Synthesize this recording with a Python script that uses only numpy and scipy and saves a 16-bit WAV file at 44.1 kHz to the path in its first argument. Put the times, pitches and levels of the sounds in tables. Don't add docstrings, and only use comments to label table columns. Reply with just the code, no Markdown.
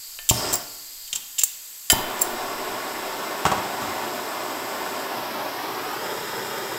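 import sys
import numpy as np
from scipy import signal
from scipy.io import wavfile
from scipy.ndimage import uniform_filter1d

SR = 44100
rng = np.random.default_rng(int(sys.argv[2]) if len(sys.argv) > 2 else 0)


def bounce(signal):
    frames = np.transpose(np.atleast_2d(signal))
    limited = np.clip(frames, -1, 1)
    pcm = np.round(limited * 32767).astype(np.int16)
    wavfile.write(sys.argv[1], SR, pcm)


N = 298998
TIME = np.arange(N) / SR

# pitch_hz, level_db (per Hz)
ROAR_SPECTRUM = [(40, -26.5), (80, -23.5), (125, -11.5), (200, -7), (330, -3.5), (600, -1.5), (950, 0.5),
                 (1400, -5), (2300, -11), (4000, -14.5), (6000, -25), (9000, -42), (16000, -45)]
# pitch_hz, level_db (per Hz)
BILLOW_SPECTRUM = [(30, -18), (70, -1.5), (115, 0), (300, -12), (2000, -53)]
# pitch_hz, level_db (per Hz)
HISS_SPECTRUM = [(300, -38), (1200, -11.5), (2200, -6.5), (3200, -4), (5500, -5.5), (8500, -6), (10000, -3),
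                 (11000, -1), (12200, 7.5), (13300, 0.5), (14500, 2.5), (15700, -4)]
# start_s, end_s, strength_db, catch_offset_db (added as it catches), build_up_s
BURNS = [(0.3, 0.544, 1.5, -8, 0.13), (1.91, 6.8, 0.2, 0.5, 0.13)]
# cold_hz, hot_hz, width_hz, level_db (relative),
# sharp_hz (added as the first flame flares)
TUBE_MODES = [(4620, 5110, 520, 0, 900), (7150, 7250, 1180, -0.5, 0), (7650, 7830, 440, -1.5, 3600)]
# standing_ms, lifted_ms, aimed_ms,
# standing_db, aimed_db
EARLY_ECHOES = [(0.836, 1.247, 0.553, -33.5, -10), (2.825, 2.997, 2.12, -12.5, -11.5),
                (3.41, 3.7, 2.45, -16.5, -16.5)]
# start_s, level_db (relative), length_s, tilt_db (brightness per octave)
STROKES = [(0.29, -12, 0.002, -2), (0.2955, -17.5, 0.0051, -13), (0.2977, -9.5, 0.0018, -4),
           (0.301, -31, 0.0073, -7), (0.528, -23, 0.0036, 0), (0.5323, -18, .002, 2),
           (0.539, -10.5, 0.00039, 1.5), (0.555, -15, 0.00022, 19), (1.023, -41, 0.0017, -3),
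           (1.077, -41, 0.0064, -11), (1.129, -22.5, 0.0038, -13), (1.153, -27, 0.0073, -6),
           (1.158, -24, 0.0038, -7), (1.383, -26, .004, -15.5), (1.387, -19, 0.0088, -4.5),
           (1.409, -28, .003, -13), (1.4155, -21.5, 0.0012, -13), (1.4355, -7, 0.0012, 3.5),
           (1.8997, -13, 0.0026, 2), (1.902, -19, 0.0092, -1), (1.9186, -8, 0.00084, 7),
           (2.193, -32, .003, 0), (2.2137, -22, 0.0033, 8), (2.2175, -8.5, 0.0016, 13)]
# pitch_hz, level_db (relative), t60_s
STRIKER_MODES = [(2840, -14, 0.032), (3147, -6, 0.019), (3700, -7, 0.016), (5450, -15, 0.064),
                 (6510, 1.5, 0.02), (7390, 11.5, 0.038), (7470, 1, 0.023), (7800, 3, 0.018),
                 (8540, 0, 0.0089), (9020, 3, 0.014), (9750, 0, 0.017), (10550, -4.5, 0.016),
                 (10700, -24, 0.018), (12100, -30, 0.022), (13700, -18, 0.013), (15360, -10.5, .055)]
# pitch_hz, level_db (per Hz), tilt_share (how much stroke tilt is added)
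GRIT_SPECTRUM = [(200, -38, 0), (1500, -16.5, 0), (3100, -6.5, -1), (4500, -3, 0),
                 (7200, 6, 0), (10000, -4.5, 0.5), (15000, 6, 1)]
# start_s, level_db (relative), contact_lowpass_hz, tick_db (relative),
# spot_hz (mode this spot excites most), damping_db_per_s (by the striker)
BUMPS = [(0.189, -50, 6000, 19.5, 1780, 2), (1.9008, -21.5, 11600, 9, 4830, 128)]
# pitch_hz, level_db (relative), t60_s
TORCH_MODES = [(686, -2.5, 0.25), (1430, -0.5, 0.18), (1779, -2.5, 0.69), (2140, -3.5, 0.14),
               (3070, 2, 0.06), (3070, 12, 0.08), (3780, -3, 0.093), (4870, 0, 0.1), (4860, -1.5, 0.1),
               (5390, -5, 0.22), (7470, 7, .06), (10900, 8, 0.088), (11270, 11, 0.087)]
# pitch_hz, level_db (per Hz)
TICK_SPECTRUM = [(200, -4), (1200, 2.5), (3500, 11), (6000, -9), (15000, -17)]
# start_s, level_db (relative), pulse_width_s
THUMPS = [(0.3107, -11, 0.0017), (1.9271, -15.5, 0.0011), (1.9301, -12.5, 0.0017)]
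# pitch_hz, level_db (per Hz)
PUFF_SPECTRUM = [(100, -14), (500, -1), (1000, 10), (1600, -16), (4000, -5), (16000, -42)]
# start_s, level_db (relative), t60_s
KNOCKS = [(1.13, -42, 0.088), (1.156, -50.5, 0.37), (1.388, -58, 0.092), (3.4525, -10.5, 0.053),
          (3.463, -13, 0.067), (3.516, -16, 0.085), (3.579, -24, 0.055), (3.816, -30.5, 1)]
# pitch_hz, level_db (per Hz)
KNOCK_SPECTRUM = [(35, -35), (60, -1), (85, -2), (150, -2.5), (250, -1.5), (500, -7.5), (820, 3), (1120, 1),
                  (1700, -10), (3000, -12.5), (4500, -18.5), (8000, -18.5), (12000, -36), (16000, -27)]
# peak_s, peak_db, rise_s, fall_db_per_s
GUSTS = [(.3, -54, .3, 21), (1.0, -59, 0.33, 21), (1.95, -42, .04, 50), (2.34, -47.5, .08, 40),
         (2.8, -57, 0.27, 22)]
# pitch_hz, level_db (per Hz)
FLOOR_SPECTRUM = [(20, -7), (60, -6), (120, -7), (300, -9), (1000, -1), (4000, -10.5), (16000, -43)]
# pitch_hz, t60_s
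ROOM_DECAY = [(60, 0.83), (250, 0.8), (1000, 0.77), (3500, 0.81), (5000, 0.61), (8000, 0.25), (16000, 0.45)]
# pitch_hz, level_db, t60_s
STANDING_WAVES = [(119.1, -55, 0.5), (291, -66.5, 0.96), (385.7, -43, 0.067), (585, -60, 0.48),
                  (617, -53.5, 0.6), (709, -56, 0.63), (898, -50, 0.13)]
# start_s, end_s
COVERED = [(0.15, 0.3), (1.1, 2.1)]

ROAR_DB, CATCH_S, BLOWOUT_DB_PER_S = -32.5, 0.0076, 550
HISS_DB, DEEP_DB, HIGH_DB = -42.5, -45.5, -46.5
FLARE_DEEP_DB, FLARE_HIGH_DB = 12, 8.5
SINK_S = 0.041
SPUTTER_DB = 1
SPIT_DB, SPIT_S = 13, 0.09
COVER_DB, HAND_S = -7, 0.09
LIFT_START_S, AIM_START_S, AIM_END_S = 5.03, 5.35, 6.05
AWAY_DB = -7.948
EDGE_HZ = 15800


def flame(billow_db):
    start, end = BURNS[0][:2]
    roar = amp(ROAR_DB) * turbulence(ROAR_SPECTRUM, patchy_db=0.5, flutter_db=0.67, flutter_hz=45)
    bass = unit(colour(rng.standard_normal(N), BILLOW_SPECTRUM))
    billow = gate(start, end, edge_s=0.032) * bass
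    return burning() * roar + amp(billow_db) * billow


def burning():
    strength = np.zeros(N)
    for start, end, db, offset_db, build_s in BURNS:
        young = 1 - np.clip((TIME - start) / build_s, 0, 1) ** 2
        catch = np.clip((TIME - start) / CATCH_S, 0, 1)
        blowout_db = BLOWOUT_DB_PER_S * np.maximum(TIME - end, 0)
        strength += catch * amp(db + offset_db * young - blowout_db)
    return strength


def jet():
    flare_start, flare_end = BURNS[0][:2]
    heat = lowpass(np.clip(2 * burning(), 0, 1), 2.5, order=1)
    flare = gate(flare_start, flare_end, edge_s=0.035)
    overshoot = (TIME > flare_start) * np.exp(-abs(TIME - flare_start) / SINK_S)
    spit = sum(gate(start, end, CATCH_S) * np.exp(-abs(TIME - start) / SPIT_S)
               for start, end, *_ in BURNS)
    covered = sum(gate(start, end, HAND_S) for start, end in COVERED) * (1 - flare)
    deep_db = DEEP_DB + FLARE_DEEP_DB * flare + COVER_DB * covered
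    high_db = HIGH_DB + FLARE_HIGH_DB * flare + AWAY_DB * np.sqrt(pose(0, 1, 0))
    hiss = turbulence(HISS_SPECTRUM, patchy_db=0.3, flutter_db=0.15, flutter_hz=20)
    tube = np.zeros(N)
    for (cold, hot, width, db, sharp), drive_db in zip(TUBE_MODES, [deep_db, high_db, high_db]):
        surge_db = SPUTTER_DB * unit(lowpass(rng.standard_normal(N), 72))
        hz = cold + (hot - cold) * heat + sharp * overshoot
        hz = hz * (1 + 0.0028 * surge_db)
        tone = resonate(rng.standard_normal(N), hz, 2 * width)
        tone = unit(resonate(tone, hz, 2 * width))
        tube += amp(db + drive_db + surge_db - SPUTTER_DB / 3) * tone
    return amp(HISS_DB + SPIT_DB * spit) * hiss + tube


def echoes(x, soft_hz):
    soft = lowpass(x, soft_hz, order=1)
    out = x.copy()
    for standing_ms, lifted_ms, aimed_ms, standing_db, aimed_db in EARLY_ECHOES:
        delay_ms = pose(standing_ms, lifted_ms, aimed_ms)
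        level_db = pose(standing_db, (standing_db + aimed_db) / 2, aimed_db)
        out += amp(level_db) * np.interp(TIME - delay_ms / 1000, TIME, soft)
    return out


def pose(standing, lifted, aimed):
    return np.interp(TIME, [LIFT_START_S, AIM_START_S, AIM_END_S], [standing, lifted, aimed])


def striker(grit_db, grit_t60):
    out, t = np.zeros(N), np.arange(SR // 3) / SR
    for s, db, length, tilt_db in STROKES:
        slips = rng.standard_normal(len(t)) * amp(3.6 * rng.standard_normal(len(t)))
        contact = amp(-60 * np.maximum(t - length, 0) / (grit_t60 + 4 * length))
        spectrum = [(hz, level + share * tilt_db) for hz, level, share in GRIT_SPECTRUM]
        grit = colour(slips * contact, spectrum)
        teeth = (rng.random(len(t)) < 1500 / SR) * (t < length) * slips / 2
        teeth[0] = 2
        modes = [(hz * (1 + 0.003 * rng.standard_normal()), level, t60)
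                 for hz, level, t60 in STRIKER_MODES]
        steel = signal.fftconvolve(teeth, ring(modes, tilt_db))[:len(t)]
        sound = steel / np.linalg.norm(steel) + amp(grit_db) * grit / np.linalg.norm(grit)
        add(out, s, amp(db - 1.5) * sound * np.sqrt((length + 0.0017) * SR))
    return out


def bumps(tick_t60, spot_db):
    out, t = np.zeros(N), np.arange(SR // 3) / SR
    for s, db, contact_hz, tick_db, spot_hz, damping in BUMPS:
        tick = amp(tick_db - 60 * t / tick_t60) * rng.standard_normal(len(t))
        tick = colour(tick, TICK_SPECTRUM)
        modes = [(hz, level + spot_db * np.exp(-(10 * np.log(hz / spot_hz)) ** 2), t60)
                 for hz, level, t60 in TORCH_MODES]
        metal = ring(modes, 0) * amp(-damping * t)
        add(out, s, amp(db) * lowpass(metal + tick, contact_hz, order=1))
    return out


def ring(modes, tilt_db):
    t = np.arange(SR // 3) / SR
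    centre = np.mean([mode[0] for mode in modes])
    out = np.zeros(len(t))
    for hz, db, t60 in modes:
        decay = amp(db + tilt_db * np.log2(hz / centre) - 60 * t / t60)
        out += decay * np.sin(2 * np.pi * (hz * t + rng.random()))
    return out


def thumps():
    out, t = np.zeros(N), np.arange(SR // 8) / SR
    for s, db, width in THUMPS:
        u = t / width
        push = 2 * (2 - u)
        puff = colour(rng.standard_normal(len(t)), PUFF_SPECTRUM)
        add(out, s, amp(db) * u * np.exp(-u) * (push + amp(1.5) * puff))
    return signal.sosfilt(signal.butter(1, 45, "high", fs=SR, output="sos"), out)


def knocks():
    out, t = np.zeros(N), np.arange(SR // 3) / SR
    for s, db, t60 in KNOCKS:
        burst = rng.standard_normal(len(t)) * amp(-60 * t / t60)
        add(out, s, amp(db) * colour(burst, KNOCK_SPECTRUM))
    return out


def air():
    rumble = unit(lowpass(rng.standard_normal(N), 29, order=3))
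    gusts = np.zeros(N)
    for s, db, rise_s, fall in GUSTS:
        swell = np.clip(1 + (TIME - s) / rise_s, 0, 1)
        gusts += swell * amp(db - fall * np.maximum(TIME - s, 0))
    return amp(-60.5) * colour(rng.standard_normal(N), FLOOR_SPECTRUM) + gusts * rumble


def room(x):
    t = np.arange(SR) / SR
    hz, when, z = signal.stft(rng.standard_normal(SR) * (t > 0.005), SR, nperseg=256)
    decay = amp(-60 * when / read(ROOM_DECAY, hz)[:, None])
    tail = signal.istft(z * decay, SR, nperseg=256)[1][:SR]
    tail = lowpass(tail, 15500)
    tail = signal.sosfilt(signal.butter(2, 150, "high", fs=SR, output="sos"), tail)
    return signal.fftconvolve(x, tail / np.linalg.norm(tail))[:N]


def standing_waves(x):
    t = np.arange(SR) / SR
    waves = sum(amp(db - 60 * t / t60) * np.cos(2 * np.pi * hz * t) for hz, db, t60 in STANDING_WAVES)
    return signal.fftconvolve(x, waves)[:N]


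def turbulence(points, patchy_db, flutter_db, flutter_hz):
    _, _, z = signal.stft(rng.standard_normal(N), SR, nperseg=512, noverlap=384)
    patches = uniform_filter1d(rng.standard_normal(z.shape), size=7, axis=0)
    patches = unit(uniform_filter1d(patches, size=12, axis=1))
    boiling = signal.istft(z * amp(patchy_db * patches), SR, nperseg=512, noverlap=384)[1][:N]
    flutter = unit(lowpass(rng.standard_normal(N), flutter_hz))
    return unit(colour(boiling, points) * amp(flutter_db * flutter))


def resonate(x, hz, width):
    turn = np.exp(2j * np.pi * np.cumsum(hz) / SR)
    r = np.exp(-np.pi * width / SR)
    return 2 * (turn * signal.lfilter([1 - r], [1, -r], x / turn)).real


def colour(x, points):
    size = 4096
    log_gain = np.log(amp(read(points, abs(np.fft.fftfreq(size, 1 / SR)))))
    taps = np.fft.ifft(np.exp(np.conj(signal.hilbert(log_gain)))).real[:size // 2]
    return signal.oaconvolve(x, taps / np.linalg.norm(taps))[:len(x)]


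def read(points, hz):
    f, value = np.transpose(points)
    return np.interp(np.log(hz + 1), np.log(f + 1), value)


def lowpass(x, hz, order=2):
    return signal.sosfilt(signal.butter(order, min(hz, 0.45 * SR), fs=SR, output="sos"), x)


def gate(start, end, edge_s):
    return np.clip((TIME - start) / edge_s, 0, 1) - np.clip((TIME - end) / edge_s, 0, 1)


def amp(db):
    return 10 ** (np.asarray(db) / 20)


def unit(x):
    return x / np.sqrt(np.mean(x ** 2) + 1e-20)


def add(mix, s, sound):
    part = mix[round(s * SR):][:len(sound)]
    part += sound[:len(part)]


def scene():
    torch = echoes(flame(billow_db=-42.5) + jet(), soft_hz=7040)
    scrape = striker(grit_db=1.5, grit_t60=0.027)
    bump = bumps(tick_t60=0.031, spot_db=9)
    thump = thumps()
    knock = knocks()
    tail = room(amp(-8.5) * torch + amp(-10.5) * (scrape + bump) + amp(-7.5) * thump + amp(-7) * knock)
    boom = standing_waves(amp(-4.5) * torch + amp(-11) * knock + amp(2) * thump)
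    mono = torch + scrape + bump + thump + knock + air() + tail + boom
    return np.array([mono, mono])


def record(dry):
    band_limit = signal.firwin(511, EDGE_HZ, window=("kaiser", 9), fs=SR)
    return signal.oaconvolve(np.clip(dry, -1, 1), band_limit[None], "same")


dry = scene()
out = record(dry)
bounce(out)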